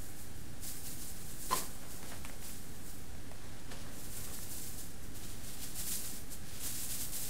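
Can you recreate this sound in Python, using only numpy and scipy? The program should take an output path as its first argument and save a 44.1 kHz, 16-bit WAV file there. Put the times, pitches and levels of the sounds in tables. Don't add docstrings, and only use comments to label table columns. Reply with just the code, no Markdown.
import sys
import numpy as np
from scipy import signal
from scipy.fft import rfft, irfft, next_fast_len
from scipy.io import wavfile
from scipy.ndimage import uniform_filter1d

SR = 44100
rng = np.random.default_rng(int(sys.argv[2]) if len(sys.argv) > 2 else 0)


def waveform_to_disk(signal):
    frames = np.transpose(np.atleast_2d(signal))
    scaled = np.clip(frames, -1, 1) * 32767
    samples = np.round(scaled).astype(np.int16)
    wavfile.write(sys.argv[1], SR, samples)


N = 321489
T = np.arange(N) / SR

# pitch_hz, gain_db
RUMBLE_TONE = [(10, -9), (21, 6.5), (30, -1), (42, -6), (58, -4), (80, -4.5), (105, -3), (150, -8),
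               (190, -7.5), (330, -15), (470, -17.5), (650, -23), (1200, -29.5), (2500, -51.5)]
HISS_TONE = [(700, -12), (1300, 1), (1600, 4.5), (2300, -1.5), (5000, -3), (9000, -2), (15500, -10.5)]
JINGLE_TONE = [(1500, -45), (3000, -17), (4500, -7.5), (6000, -7), (7200, -2.5), (8300, -1.5), (10500, -3),
               (13000, -5), (15800, -6)]
SCRAPE_TONE = [(250, -2.5), (600, -4.5), (1200, -5.5), (2400, -2), (3600, 0.5), (5200, 0), (7000, -2.5),
               (11000, -5), (16000, -30)]
HEAP_TONE = [(90, -27), (190, -0.5), (300, 3), (400, 3), (620, -4), (800, -2.5), (1000, 0), (1350, -9),
             (1900, -5.5), (3000, -24), (7000, -28)]
CLOTH_TONE = [(150, -4), (500, 1.5), (800, -3), (1200, -4), (1800, -7), (2800, -11), (6000, -19),
              (14000, -28)]
SNAP_TONE = [(200, -14), (550, 4), (1100, 0), (2200, -1), (4500, -11.5), (8000, -3), (15000, -9)]
# pitch_hz, width_hz, level_db
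DRONE_NOTES = [(68.6, 4.3, -63.5), (267.5, 24, -62.5), (769, 31, -70.5)]
# fullest_s, level_db, rise_s, settle_s, scrape_offset_db
WEAVE_SHIFTS = [ (.059, -52, 0.096, 0.089, -20), (.209, -49, .045, .06, -19), (.39, -59, .05, .15, -15),
                (.668, -43.5, 0.044, .11, -11.5), (.872, -44, 0.039, 0.11, -11),
                (1.016, -47.5, 0.042, .2, -10.5), (1.33, -51.5, 0.15, 0.2, -11.5),
                (1.46, -46.5, 0.085, 0.15, -15), (1.533, -39, 0.028, 0.031, -2.5),
                (1.582, -36.5, 0.031, 0.043, -7), (1.75, -53, 0.055, 0.12, -15),
                (1.93, -51.5, 0.059, 0.17, -10.5), (2.1, -51, 0.057, 0.086, -4.5),
                (2.27, -55.5, .03, 0.17, -7), (2.482, -47, 0.071, 0.14, -9.5),
                (2.745, -58, .04, 0.091, -16), (2.9, -50, 0.059, 0.092, -16), (3.46, -73, .13, .35, 8),
                (3.724, -61, .015, 0.062, 8.5), (3.794, -64, 0.025, 0.13, 6), (4.032, -52, 0.15, 0.24, -10),
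                (4.175, -47, 0.077, 0.33, -10), (4.345, -47, .025, 0.16, -12),
                (4.537, -44, 0.052, 0.15, -12), (4.663, -44.5, 0.045, 0.075, -11.5),
                (4.806, -46.5, 0.047, .06, -14), (5.038, -54, 0.017, .04, -15),
                (5.166, -50, .021, 0.074, -7), (5.25, -52.5, .035, 0.21, -3.5),
                (5.487, -50, 0.067, 0.33, -4.5), (5.638, -43, 0.022, 0.046, -6),
                (5.8, -40.5, 0.042, .09, -10), (5.897, -39, 0.032, 0.12, -9),
                (5.958, -38.5, 0.023, 0.035, -14), (6.073, -45, .08, 0.074, -8.5),
                (6.155, -48.5, 0.044, 0.044, -9), (6.333, -42.5, 0.024, 0.022, -10.5),
                (6.57, -53, 0.12, 0.13, -0.5), (6.662, -39, 0.049, 0.093, -8.5),
                (6.765, -39.5, 0.022, 0.18, -10), (6.924, -41.5, 0.035, 0.11, -10),
                (7.027, -39.5, 0.046, 0.04, -10.5), (7.151, -39.5, 0.029, 0.094, -11),
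                (7.25, -45, 0.092, 0.16, -9)]
# start_s, level_db
HEM_KNOCKS = [(1.5115, -35), (1.5144, -36.5), (1.5203, -37), (1.5291, -25.5), (1.531, -27.5)]
# pitch_hz, level_db, fade_s (time to fall 60 dB)
FLOOR_NOTES = [(940, -12, 0.027), (1030, 2, 0.024), (1150, -24, .024), (2050, -25, .01),
               (3040, -8.5, 0.014), (4240, -6.5, 0.015), (5090, -22, .01)]
# fullest_s, level_db, rise_s, settle_s
SLEEVE_STROKES = [(1.9, -58.5, .18, 0.12), (2.07, -56.5, 0.044, .06), (2.125, -54, 0.014, .04),
                  (2.27, -61.5, .03, 0.22), (3.44, -61, 0.14, 0.79), (3.74, -57, 0.033, 0.24),
                  (4.27, -59.5, 0.11, 0.087)]
# start_s, peak_db, pitch_hz (middle of a wide band)
FOLD_SNAPS = [(2.029, -36.5, 2300), (2.120, -38, 900), (2.133, -38, 950), (2.141, -47, 600),
              (2.249, -31, 2000), (2.257, -37, 2200), (2.297, -37.5, 1300), (2.335, -43, 900),
              (2.426, -39.5, 1700), (2.493, -41, 1500), (3.150, -44, 900), (3.315, -39, 1400),
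              (3.715, -37, 1000), (3.719, -43, 3800), (4.389, -39.5, 750)]


def undb(db):
    return 10 ** (np.asarray(db) / 20)


def unit(x):
    return x / np.sqrt(np.mean(x ** 2))


def colour(x, tone):
    hz, db = np.transpose(tone)
    size = next_fast_len(len(x) + SR // 4)
    size += size % 2
    grid_hz = np.maximum(np.fft.rfftfreq(size, 1 / SR), 1)
    gain = undb(np.interp(np.log(grid_hz), np.log(hz), db))
    cepstrum = irfft(np.log(gain))
    cepstrum[1:size // 2] *= 2
    cepstrum[size // 2 + 1:] = 0
    return irfft(rfft(x, size) * np.exp(rfft(cepstrum)))[:len(x)]


def resonate(x, hz, width_hz):
    hz = min(hz, SR / 2 - 1000)
    return signal.lfilter(*signal.iirpeak(hz, hz / min(width_hz, SR / 4), fs=SR), x)


def contacts(per_second, spread_db):
    chance = np.clip(per_second / SR, 1e-5, 1)
    sizes = unit(undb(spread_db * np.minimum(rng.exponential(size=N), 5)))
    return (rng.random(N) < chance) * rng.choice([-1, 1], N) * sizes / np.sqrt(chance)


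def wander(per_second):
    hold = max(int(SR / per_second), 1)
    steps = np.repeat(rng.standard_normal(N // hold + 1), hold)
    return unit(uniform_filter1d(uniform_filter1d(steps, hold), hold)[:N])


def add(out, start_s, sound):
    i = int(start_s * SR)
    out[i:i + len(sound)] += sound[:N - i]


def swell(fullest_s, level_db, rise_s, settle_s):
    late_s = T - fullest_s
    drop = np.where(late_s < 0, (late_s / rise_s) ** 2, late_s / settle_s)
    return undb(level_db) * np.exp(-np.minimum(drop, 20))


def together(movements, idle_db):
    return np.sqrt(undb(idle_db) ** 2 + sum(swell(*row) ** 2 for row in movements))


def background():
    rumble = undb(-49.5) * unit(colour(rng.standard_normal(N), RUMBLE_TONE))
    drone = sum(undb(db) * unit(resonate(rng.standard_normal(N), hz, width_hz))
                for hz, width_hz, db in DRONE_NOTES)
    hiss = undb(-57.5) * unit(colour(rng.standard_normal(N), HISS_TONE))
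    return rumble + drone + hiss


def ring_jingle(motion, families=36):
    hits = contacts(per_second=24000 * (motion / motion.max() + .12), spread_db=0)
    family = rng.integers(0, families, N)
    pitches_hz = np.linspace(4000, 15800, families)
    pings = sum(resonate(hits * (family == k), hz, width_hz=1100) for k, hz in enumerate(pitches_hz))
    return motion * unit(colour(pings, JINGLE_TONE))


def chain_mail():
    motion = together([row[:4] for row in WEAVE_SHIFTS], idle_db=-74)
    scrapes = [(s, db + offset_db, rise, settle) for s, db, rise, settle, offset_db in WEAVE_SHIFTS]
    load = together(scrapes, idle_db=-73)
    surge = undb(1.33 * wander(per_second=61))
    jingle = ring_jingle(motion)
    catches = contacts(per_second=10000 * (load / load.max() + .1), spread_db=2.5)
    scrape = load * unit(colour(catches, SCRAPE_TONE))
    return surge * (undb(-1.28) * jingle + undb(0.86) * scrape)


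def hem_drop():
    t = T[:SR // 5]
    knock = sum(undb(db) * np.sin(2 * np.pi * hz * t) * undb(-60 * t / fade_s)
                for hz, db, fade_s in FLOOR_NOTES)
    heap = swell(fullest_s=1.517, level_db=-38, rise_s=0.01, settle_s=0.068)
    out = heap * unit(colour(contacts(per_second=5000, spread_db=3), HEAP_TONE))
    for start_s, level_db in HEM_KNOCKS:
        add(out, start_s, undb(level_db) * knock)
    return out


def sleeve_rub():
    strokes = together(SLEEVE_STROKES, idle_db=-78.5)
    flutter = undb(1.2 + 2.8 * wander(per_second=32))
    slips = contacts(per_second=2600, spread_db=2.5)
    return strokes * flutter * unit(colour(slips, CLOTH_TONE))


def fold_snaps(crack_s=0.0014, settle_s=0.01, settle_db=-18):
    out, t = np.zeros(N), T[:SR // 10]
    fade = np.exp(-t / crack_s) + undb(settle_db) * np.exp(-t / settle_s)
    for start_s, peak_db, pitch_hz in FOLD_SNAPS:
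        burst = rng.standard_normal(len(t)) * fade
        tick = colour(resonate(burst, pitch_hz, width_hz=2.1 * pitch_hz), SNAP_TONE)
        add(out, start_s, undb(peak_db) * tick / np.abs(tick).max())
    return out


def room_echo(x, echo_db=-9, low_fade_s=0.28, high_fade_s=0.54, split_hz=3000, patterns=19):
    t, step = T[:SR // 2], N // (patterns - 1)
    lows, highs = (signal.butter(2, split_hz, kind, fs=SR, output="sos") for kind in ("low", "high"))
    echo = np.zeros(N)
    for k in range(patterns):
        low_noise, high_noise = rng.standard_normal((2, len(t))) * (t > .004)
        tail = signal.sosfilt(lows, low_noise) * undb(-60 * t / low_fade_s)
        tail += signal.sosfilt(highs, high_noise) * undb(-60 * t / high_fade_s)
        span = np.arange(max((k - 1) * step, 0), min((k + 1) * step, N))
        blend = np.cos(np.pi / 2 * (span / step - k))
        add(echo, span[0] / SR, signal.fftconvolve(x[span] * blend, tail / np.linalg.norm(tail)))
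    return x + undb(echo_db) * echo


def scene():
    handling = chain_mail() + hem_drop() + sleeve_rub() + fold_snaps()
    mono = room_echo(handling) + background()
    return np.array([mono, mono])


def record(dry, top_hz=15700, offset=.0162):
    treble_cut = signal.ellip(12, .1, 70, top_hz, fs=SR, output="sos")
    return signal.sosfilt(treble_cut, dry) + offset


dry = scene()
out = record(dry)
waveform_to_disk(out)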